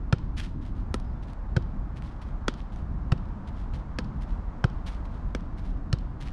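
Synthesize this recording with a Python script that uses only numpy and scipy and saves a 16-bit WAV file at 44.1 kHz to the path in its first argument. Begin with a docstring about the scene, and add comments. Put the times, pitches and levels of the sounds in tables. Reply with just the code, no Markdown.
"""An outdoor turf pitch: a football is juggled a few metres from the microphone, by turns off boot and thigh.
Each touch is a noisy slap of the casing, a swelling sine thud of the squashed ball and ringing modes.
The ground mirrors the slap; a fence echoes the player and trees and stands scatter a faint tail of noise.
Between touches the boots brush and roll onto the turf, as swells of grainy noise with sharp stud clicks.
Behind lie a far town, as wavering coloured noise, and a far bird, as thin wavering tones."""
import sys
import numpy as np
from scipy import signal
from scipy.fft import rfft, irfft, next_fast_len
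from scipy.io import wavfile
from scipy.ndimage import uniform_filter1d

SR = 44100
rng = np.random.default_rng(int(sys.argv[2]) if len(sys.argv) > 2 else 0)


def bounce(signal):
    """Save signal as a 16-bit WAV file at the path given by the first command-line argument."""
    frames = np.transpose(np.atleast_2d(signal))
    limited = np.clip(frames, -1, 1)
    pcm = np.round(limited * 32767).astype(np.int16)
    wavfile.write(sys.argv[1], SR, pcm)


N = 278712  # length of the scene in samples


def from_db(db):
    """Decibels to amplitude gain."""
    return 10 ** (np.asarray(db) / 20)


def rms_one(x):
    """Scale to unit rms."""
    return x / np.sqrt(np.mean(x ** 2) + 1e-20)


def add(track, start_s, sound):
    """Mix a sound into a track from start_s on."""
    start = int(np.clip(round(start_s * SR), 0, N - 1))
    track[start:start + len(sound)] += sound[:N - start]


def delayed(x, delay_s):
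    """The same sound delay_s later, cut to the same length."""
    return np.concatenate([np.zeros(int(abs(delay_s) * SR)), x])[:len(x)]


def coloured(x, points, tilt_db=0):
    """Causal minimum-phase filter through (freq_hz, level_db) points, tilted by tilt_db per octave."""
    size = 2 * next_fast_len(len(x))
    octave = np.log2(np.maximum(np.fft.rfftfreq(size, 1 / SR), 1))
    freq_hz, level_db = np.transpose(points)
    curve_db = np.interp(octave, np.log2(freq_hz), level_db)
    # the tilt pivots at 1 kHz and stays level below 500 Hz
    curve_db = curve_db + tilt_db * np.maximum(octave - np.log2(1000), -1)
    # folding the cepstrum onto positive times gives minimum phase
    cepstrum = irfft(np.log(from_db(curve_db)))
    cepstrum[1:size // 2] *= 2
    cepstrum[size // 2 + 1:] = 0
    response = np.exp(rfft(cepstrum))
    return irfft(rfft(x, size) * response)[:len(x)]


def drift(rate_hz):
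    """Slow random wandering with spread 1, weakening above rate_hz."""
    spectrum = rfft(rng.standard_normal(N)) / (1 + (np.fft.rfftfreq(N, 1 / SR) / rate_hz) ** 2)
    spectrum[0] = 0
    return rms_one(irfft(spectrum, N))


def burst(t, fade_s):
    """Exponentially dying noise of unit energy."""
    noise = rng.standard_normal(len(t)) * np.exp(-t / fade_s)
    return noise / np.linalg.norm(noise)


# colour of the town's low rumble: (freq_hz, relative level_db)
RUMBLE = [(10, -23), (18, -9), (26, -4.5), (35, 1.5), (48, -1), (61, -4), (80, -9), (102, -11.5),
          (155, -15), (197, -16), (310, -23.5), (360, -30), (450, -39.5), (900, -91)]
# colour of the far traffic's wash: (freq_hz, relative level_db)
TRAFFIC = [(240, -33.5), (400, -7.5), (587, -5.5), (692, -4.5), (827, -5), (974, -4), (1210, -7.5),
           (1340, -9.5), (2650, -28.5), (3340, -32.5), (3990, -33.5), (5780, -39), (7920, -45),
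           (9080, -49.5), (10600, -66), (13700, -91), (22000, -120)]
# swell of the traffic, heard as departures from the mean of the points: (time_s, level_db)
TRAFFIC_SWELL = [(0.0, -53), (0.63, -55), (0.93, -52), (2.02, -52), (2.31, -51), (2.82, -52), (3.36, -51),
                 (4.89, -50), (6.04, -53), (6.32, -52)]
RUMBLE_DB, TRAFFIC_DB = -32, -51.7  # rms levels before swell and waver


def town(rumble_waver_db=1.45, traffic_waver_db=0.07):
    """The far town: low rumble and the smooth wash of traffic, two coloured noises that waver slowly."""
    rumble = rms_one(coloured(rng.standard_normal(N), RUMBLE))
    rumble = rumble * from_db(RUMBLE_DB + rumble_waver_db * drift(5.4))
    time_s, level_db = np.transpose(TRAFFIC_SWELL)
    swell_db = np.interp(np.arange(N) / SR, time_s, level_db - np.mean(level_db))
    wash = rms_one(coloured(rng.standard_normal(N), TRAFFIC))
    return rumble + wash * from_db(TRAFFIC_DB + swell_db + traffic_waver_db * drift(4.7))


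def slap(t, crackle_db, crackle_s, size=400):
    """The casing lands with a one-sample snap and crackles while its panels flatten; unit energy."""
    spread = np.exp(-np.minimum(t / crackle_s, 4) ** 4)
    spectrum = rfft(rng.standard_normal(len(t)) * spread)
    # dividing by the smoothed spectrum makes the crackle even across frequency
    smooth_power = uniform_filter1d(abs(spectrum) ** 2, size)
    crackle = irfft(spectrum / np.sqrt(smooth_power)) * (t < 2 * crackle_s)
    snap = -1.0 * (t == 0)
    contact = from_db(crackle_db) * crackle / np.linalg.norm(crackle) + snap
    return contact / np.linalg.norm(contact)


def clack(x, freq_hz, boost_db, sharpness=5.2):
    """The spot that is struck stresses one broad resonance."""
    resonance = signal.lfilter(*signal.iirpeak(freq_hz, sharpness, fs=SR), x)
    return x + (from_db(boost_db) - 1) * resonance


def ball_ring(t, modes, rise_s=.0002):
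    """Dying sine modes, each excited slightly differently every time; the soft contact rounds the onset."""
    ring = np.zeros(len(t))
    for freq_hz, level_db, t60_s in modes:
        fading_db = level_db + rng.normal(0, 1) - 60 * t / t60_s
        ring += from_db(fading_db) * np.sin(2 * np.pi * freq_hz * t)
    return ring * np.tanh((t / rise_s) ** 2)


def thud(t, freq_hz, squash_s, steepness):
    """The ball squashes and springs back: a brief sine, strongest at full squash."""
    u = t / squash_s
    return -np.sin(2 * np.pi * freq_hz * t) * (u * np.exp(1 - u)) ** steepness


# ball touches: (start_s, limb, force_db, brightness_db_per_octave, crackle_s, ground_lag_s,
#                clack_hz, clack_boost_db, knock_db)
TOUCHES = [ (0.1260, "boot", 2, -0.7, 0.0040, 0.0012, 1800, 2.5, 0.5),
           (0.9422, "thigh", -4.5, -2, 0.0014, 0.0021, 10500, 19.5, 1.5),
           (1.5652, "boot", -3, 0, 0.0046, 0.0019, 1640, 4, 3),
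           (2.4820, "thigh", 2.5, 0.1, 0.001, 0.0021, 3300, 6.5, -2),
           (3.1192, "boot", -3, -0.5, 0.0065, 0.0011, 2470, 5, -1.5),
           (3.987, "thigh", -4, -0.1, 0.002, 0.0024, 4540, 3.5, -1.5),
           (4.6415, "boot", 0.5, -1.6, 0.0025, 0.00127, 4100, 3, 0.5),
           (5.3495, "thigh", -8.5, 0.3, 0.0016, 0.0018, 2500, 6, -2.5),
           (5.9287, "boot", -5.5, 2.2, 0.0015, 0.0017, 4150, 6, -6.5)]
# colour of the slap for each limb: (freq_hz, level_db)
SLAP = { "boot": [(100, -11), (400, 7), (800, 3.5), (1100, 2), (1400, 12.5), (1750, 5), (2100, -1.5),
        (2500, 0.5), (3800, -5), (5200, -5), (7200, -17.5), (9000, -19.5), (11500, -39), (16000, -56)],
        "thigh": [(100, 7.5), (300, 10), (520, 9), (720, -0.5), (1100, 4.5), (1400, 9), (1750, 7),
        (2100, 0), (2550, -0.5), (5200, -3.5), (7500, -15), (9200, -18.5), (12000, -34), (16000, -47)]}
# the ball's answer to a touch of 0 dB, for each limb:
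# (thud_db, thud_hz, squash_s, landing_knock_db, release_knock_db)
LIMBS = {"boot": (-8.9, 117, .007, -31, -26), "thigh": (-22.5, 232, .0058, -24.5, -37)}
# flexing of the casing: (freq_hz, relative level_db, t60_s)
CASING_MODES = [(369.5, 0, 0.038), (490, -3.5, 0.037)]
# air inside the ball, quick modes and a faint lingering ping: (freq_hz, relative level_db, t60_s)
AIR_MODES = [(1313, 1.5, 0.025), (1270, -27.5, .16), (1660, -15, .02), (3098, -31.5, 0.3),
             (3780, -35, 0.22)]
# a harder touch thuds louder (dB per dB) and higher (octaves per dB)
THUD_FOLLOWS, THUD_RISE_OCT_PER_DB = .3, .016
# level of the air's ring; its tilt is AIR_TILT times the touch's brightness, about the pivot
AIR_DB, AIR_TILT, AIR_PIVOT_HZ = -28.5, 4.5, 2150
EVEN_CRACKLE_S = .002  # a crackle this long is as strong as the first snap; longer is stronger
HIT_SIZE = 16384  # samples per hit


def ball(ground_share=0.66, flutter_db=-10, release_squashes=1.6):
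    """All touches: slap of the casing, ringing air inside, knock of the flexing casing and thud."""
    out, t = np.zeros(N), np.arange(HIT_SIZE) / SR
    for start_s, limb, force_db, bright_db, crackle_s, lag_s, clack_hz, clack_db, knock_db in TOUCHES:
        thud_db, thud_hz, squash_s, landing_db, release_db = LIMBS[limb]
        haste = 2 ** (THUD_RISE_OCT_PER_DB * force_db)  # a harder touch runs faster

        contact = slap(t, 20 * np.log10(crackle_s / EVEN_CRACKLE_S), crackle_s, size=160)
        # the turf mirrors the slap, later the higher the ball is met
        mirrored = ground_share * delayed(contact, lag_s)
        # the skin flutters on briefly
        flutter = from_db(flutter_db) * burst(t, fade_s=0.0095)
        crack = coloured(contact + mirrored + flutter, SLAP[limb], bright_db)
        crack = from_db(force_db) * clack(crack, clack_hz, clack_db)

        # a bright touch favours the high modes of the air
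        air_modes = [(freq_hz, level_db + AIR_TILT * bright_db * np.log2(freq_hz / AIR_PIVOT_HZ), t60_s)
                     for freq_hz, level_db, t60_s in AIR_MODES]
        air = from_db(AIR_DB + force_db) * delayed(ball_ring(t, air_modes), lag_s / 2)

        # the casing flexes on landing and again when it springs free
        flex = from_db(knock_db) * ball_ring(t, CASING_MODES)
        release = delayed(flex, release_squashes * squash_s / haste)
        knock = from_db(landing_db) * flex + from_db(release_db) * release

        squash = thud(haste * t, thud_hz, squash_s, steepness=4.1)
        squash = from_db(thud_db + THUD_FOLLOWS * force_db) * squash
        add(out, start_s, crack + air + knock + squash)
    return out


FENCE_LAG_S = .0575  # about 20 m of extra path


def surroundings(x, fence_db=-26, scatter_db=-17.5, scatter_s=.05):
    """A fence returns one thin echo; trees and stands scatter the sharp sounds into a faint, diffuse tail."""
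    fence = coloured(delayed(x, FENCE_LAG_S), [(200, -22), (1500, -6), (4000, 4.5), (9000, 3)])
    # the tail is noise that follows the smoothed energy of the treble
    treble = signal.sosfilt(signal.butter(2, 2600, "high", fs=SR, output="sos"), x)
    keep = np.exp(-1 / (scatter_s * SR))
    energy = signal.lfilter([1 - keep], [1, -keep], treble ** 2)
    haze_colour = [(200, -2.5), (1400, 2), (2200, -1.5), (3200, 1), (5000, -5.5), (7000, -19),
                   (10000, -29.5), (15000, -56.5)]
    haze = rms_one(coloured(rng.standard_normal(N), haze_colour))
    return from_db(fence_db) * fence + from_db(scatter_db) * np.sqrt(energy) * haze


def swell(t, rise_s, hold_s, fade_s):
    """A smooth rise to 1 at t = 0, a hold, then an exponential fade."""
    rising = (t / rise_s) ** 2
    fading = np.maximum(t - hold_s, 0) / fade_s
    return np.exp(-np.minimum(np.where(t < 0, rising, fading), 20))


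# steps on the turf; roll_delay_s is the time until the sole has rolled down:
# (landing_s, brush_db, brush_s, roll_delay_s, roll_db)
STEPS = [ (0.378, -42.3, .024, .061, -49.5), (0.622, -60.5, .012, .044, -58), (0.765, -65, .02, .04, -69),
         (1.233, -58, .005, .065, -60), (1.970, -54, .005, .095, -57.5), (2.222, -53, .002, .06, -64.5),
         (2.578, -60, .016, .04, -68), (2.728, -59.5, .008, .06, -62), (3.478, -58, .014, .115, -60.5),
         (3.743, -52, .012, .05, -66), (4.216, -56, .016, .095, -63), (4.870, -45.7, .019, .062, -55),
         (5.056, -59, .002, .1, -62.5), (5.579, -58.5, .018, .09, -59.5), (6.211, -49.7, .014, .063, -54)]
# the sharpest clicks of studs on turf granules: (start_s, level_db)
STUDS = [(0.403, -8), (1.334, -19), (2.023, -17), (2.604, -22), (2.761, -20.5), (6.275, -18),
         (6.285, -17.5)]
# colour of the turf's crunch: (freq_hz, level_db)
TURF = [(300, -10.5), (900, -3.5), (1300, -2), (1750, 1.5), (2200, -1), (3300, -1), (5800, -10.5),
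        (7800, -18.5), (9200, -17.5), (11000, -26), (15000, -41)]
BRUSH_ATTACK_S, BRUSH_FADE_S = .008, .011
ROLL_RISE, ROLL_FADE = .42, .55  # shares of the roll's delay
TICKS_PER_S, TICK_DB, TICK_SPREAD_DB = 2, -33, 2.5  # loose granules, at random


def boots(grains_per_s=1100, grain_db=0, swish_db=-3):
    """Each step brushes the blades, then crunches granules as the sole rolls down; studs and granules click."""
    t, pressure, clicks = np.arange(N) / SR, np.zeros(N), np.zeros(N)
    for landing_s, brush_db, brush_s, roll_delay_s, roll_db in STEPS:
        since_landing = t - landing_s
        pressure += from_db(brush_db) * swell(since_landing, BRUSH_ATTACK_S, brush_s, BRUSH_FADE_S)
        roll = swell(since_landing - roll_delay_s, ROLL_RISE * roll_delay_s, 0, ROLL_FADE * roll_delay_s)
        pressure += from_db(roll_db) * roll
    # sparse random grains over a steady swish
    grains = rms_one(rng.standard_normal(N) * (rng.random(N) < grains_per_s / SR))
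    swish = from_db(swish_db) * rng.standard_normal(N)
    crunch = rms_one(coloured(from_db(grain_db) * grains + swish, TURF))
    for start_s, level_db in STUDS:
        add(clicks, start_s, from_db(level_db) * burst(t[:HIT_SIZE], fade_s=0.00046))
    ticks = (rng.random(N) < TICKS_PER_S / SR) * from_db(TICK_DB + TICK_SPREAD_DB * rng.standard_normal(N))
    return pressure * crunch + coloured(clicks + ticks, TURF, tilt_db=-0.5)


# faint notes of a far bird: (start_s, length_s, pitch_hz, level_db)
BIRD = [(1.035, .09, 4990, -78), (1.105, .05, 5280, -82), (1.135, .085, 3500, -78)]


def bird(waver_hz=40):
    """Thin, nearly pure notes: sines of randomly wavering pitch that swell and fade."""
    t, waver, out = np.arange(N) / SR, waver_hz * drift(80), np.zeros(N)
    for start_s, length_s, pitch_hz, level_db in BIRD:
        arch = np.sin(np.pi * np.clip((t - start_s) / length_s, 0, 1))
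        tone = np.sin(2 * np.pi * np.cumsum(pitch_hz + waver) / SR)
        out += np.sqrt(2) * from_db(level_db) * arch * tone
    return out


def scene():
    """The player a few metres away, in the open, with the town and the bird far off."""
    player = ball() + boots()
    return (player + surroundings(player) + town() + bird())[None, :]


def record(dry):
    """One microphone channel, its top cut steeply above 15 kHz by an elliptic low-pass."""
    lowpass = signal.ellip(10, .1, 80, 15000, fs=SR, output="sos")
    return signal.sosfilt(lowpass, dry)


dry = scene()
out = record(dry)
bounce(out)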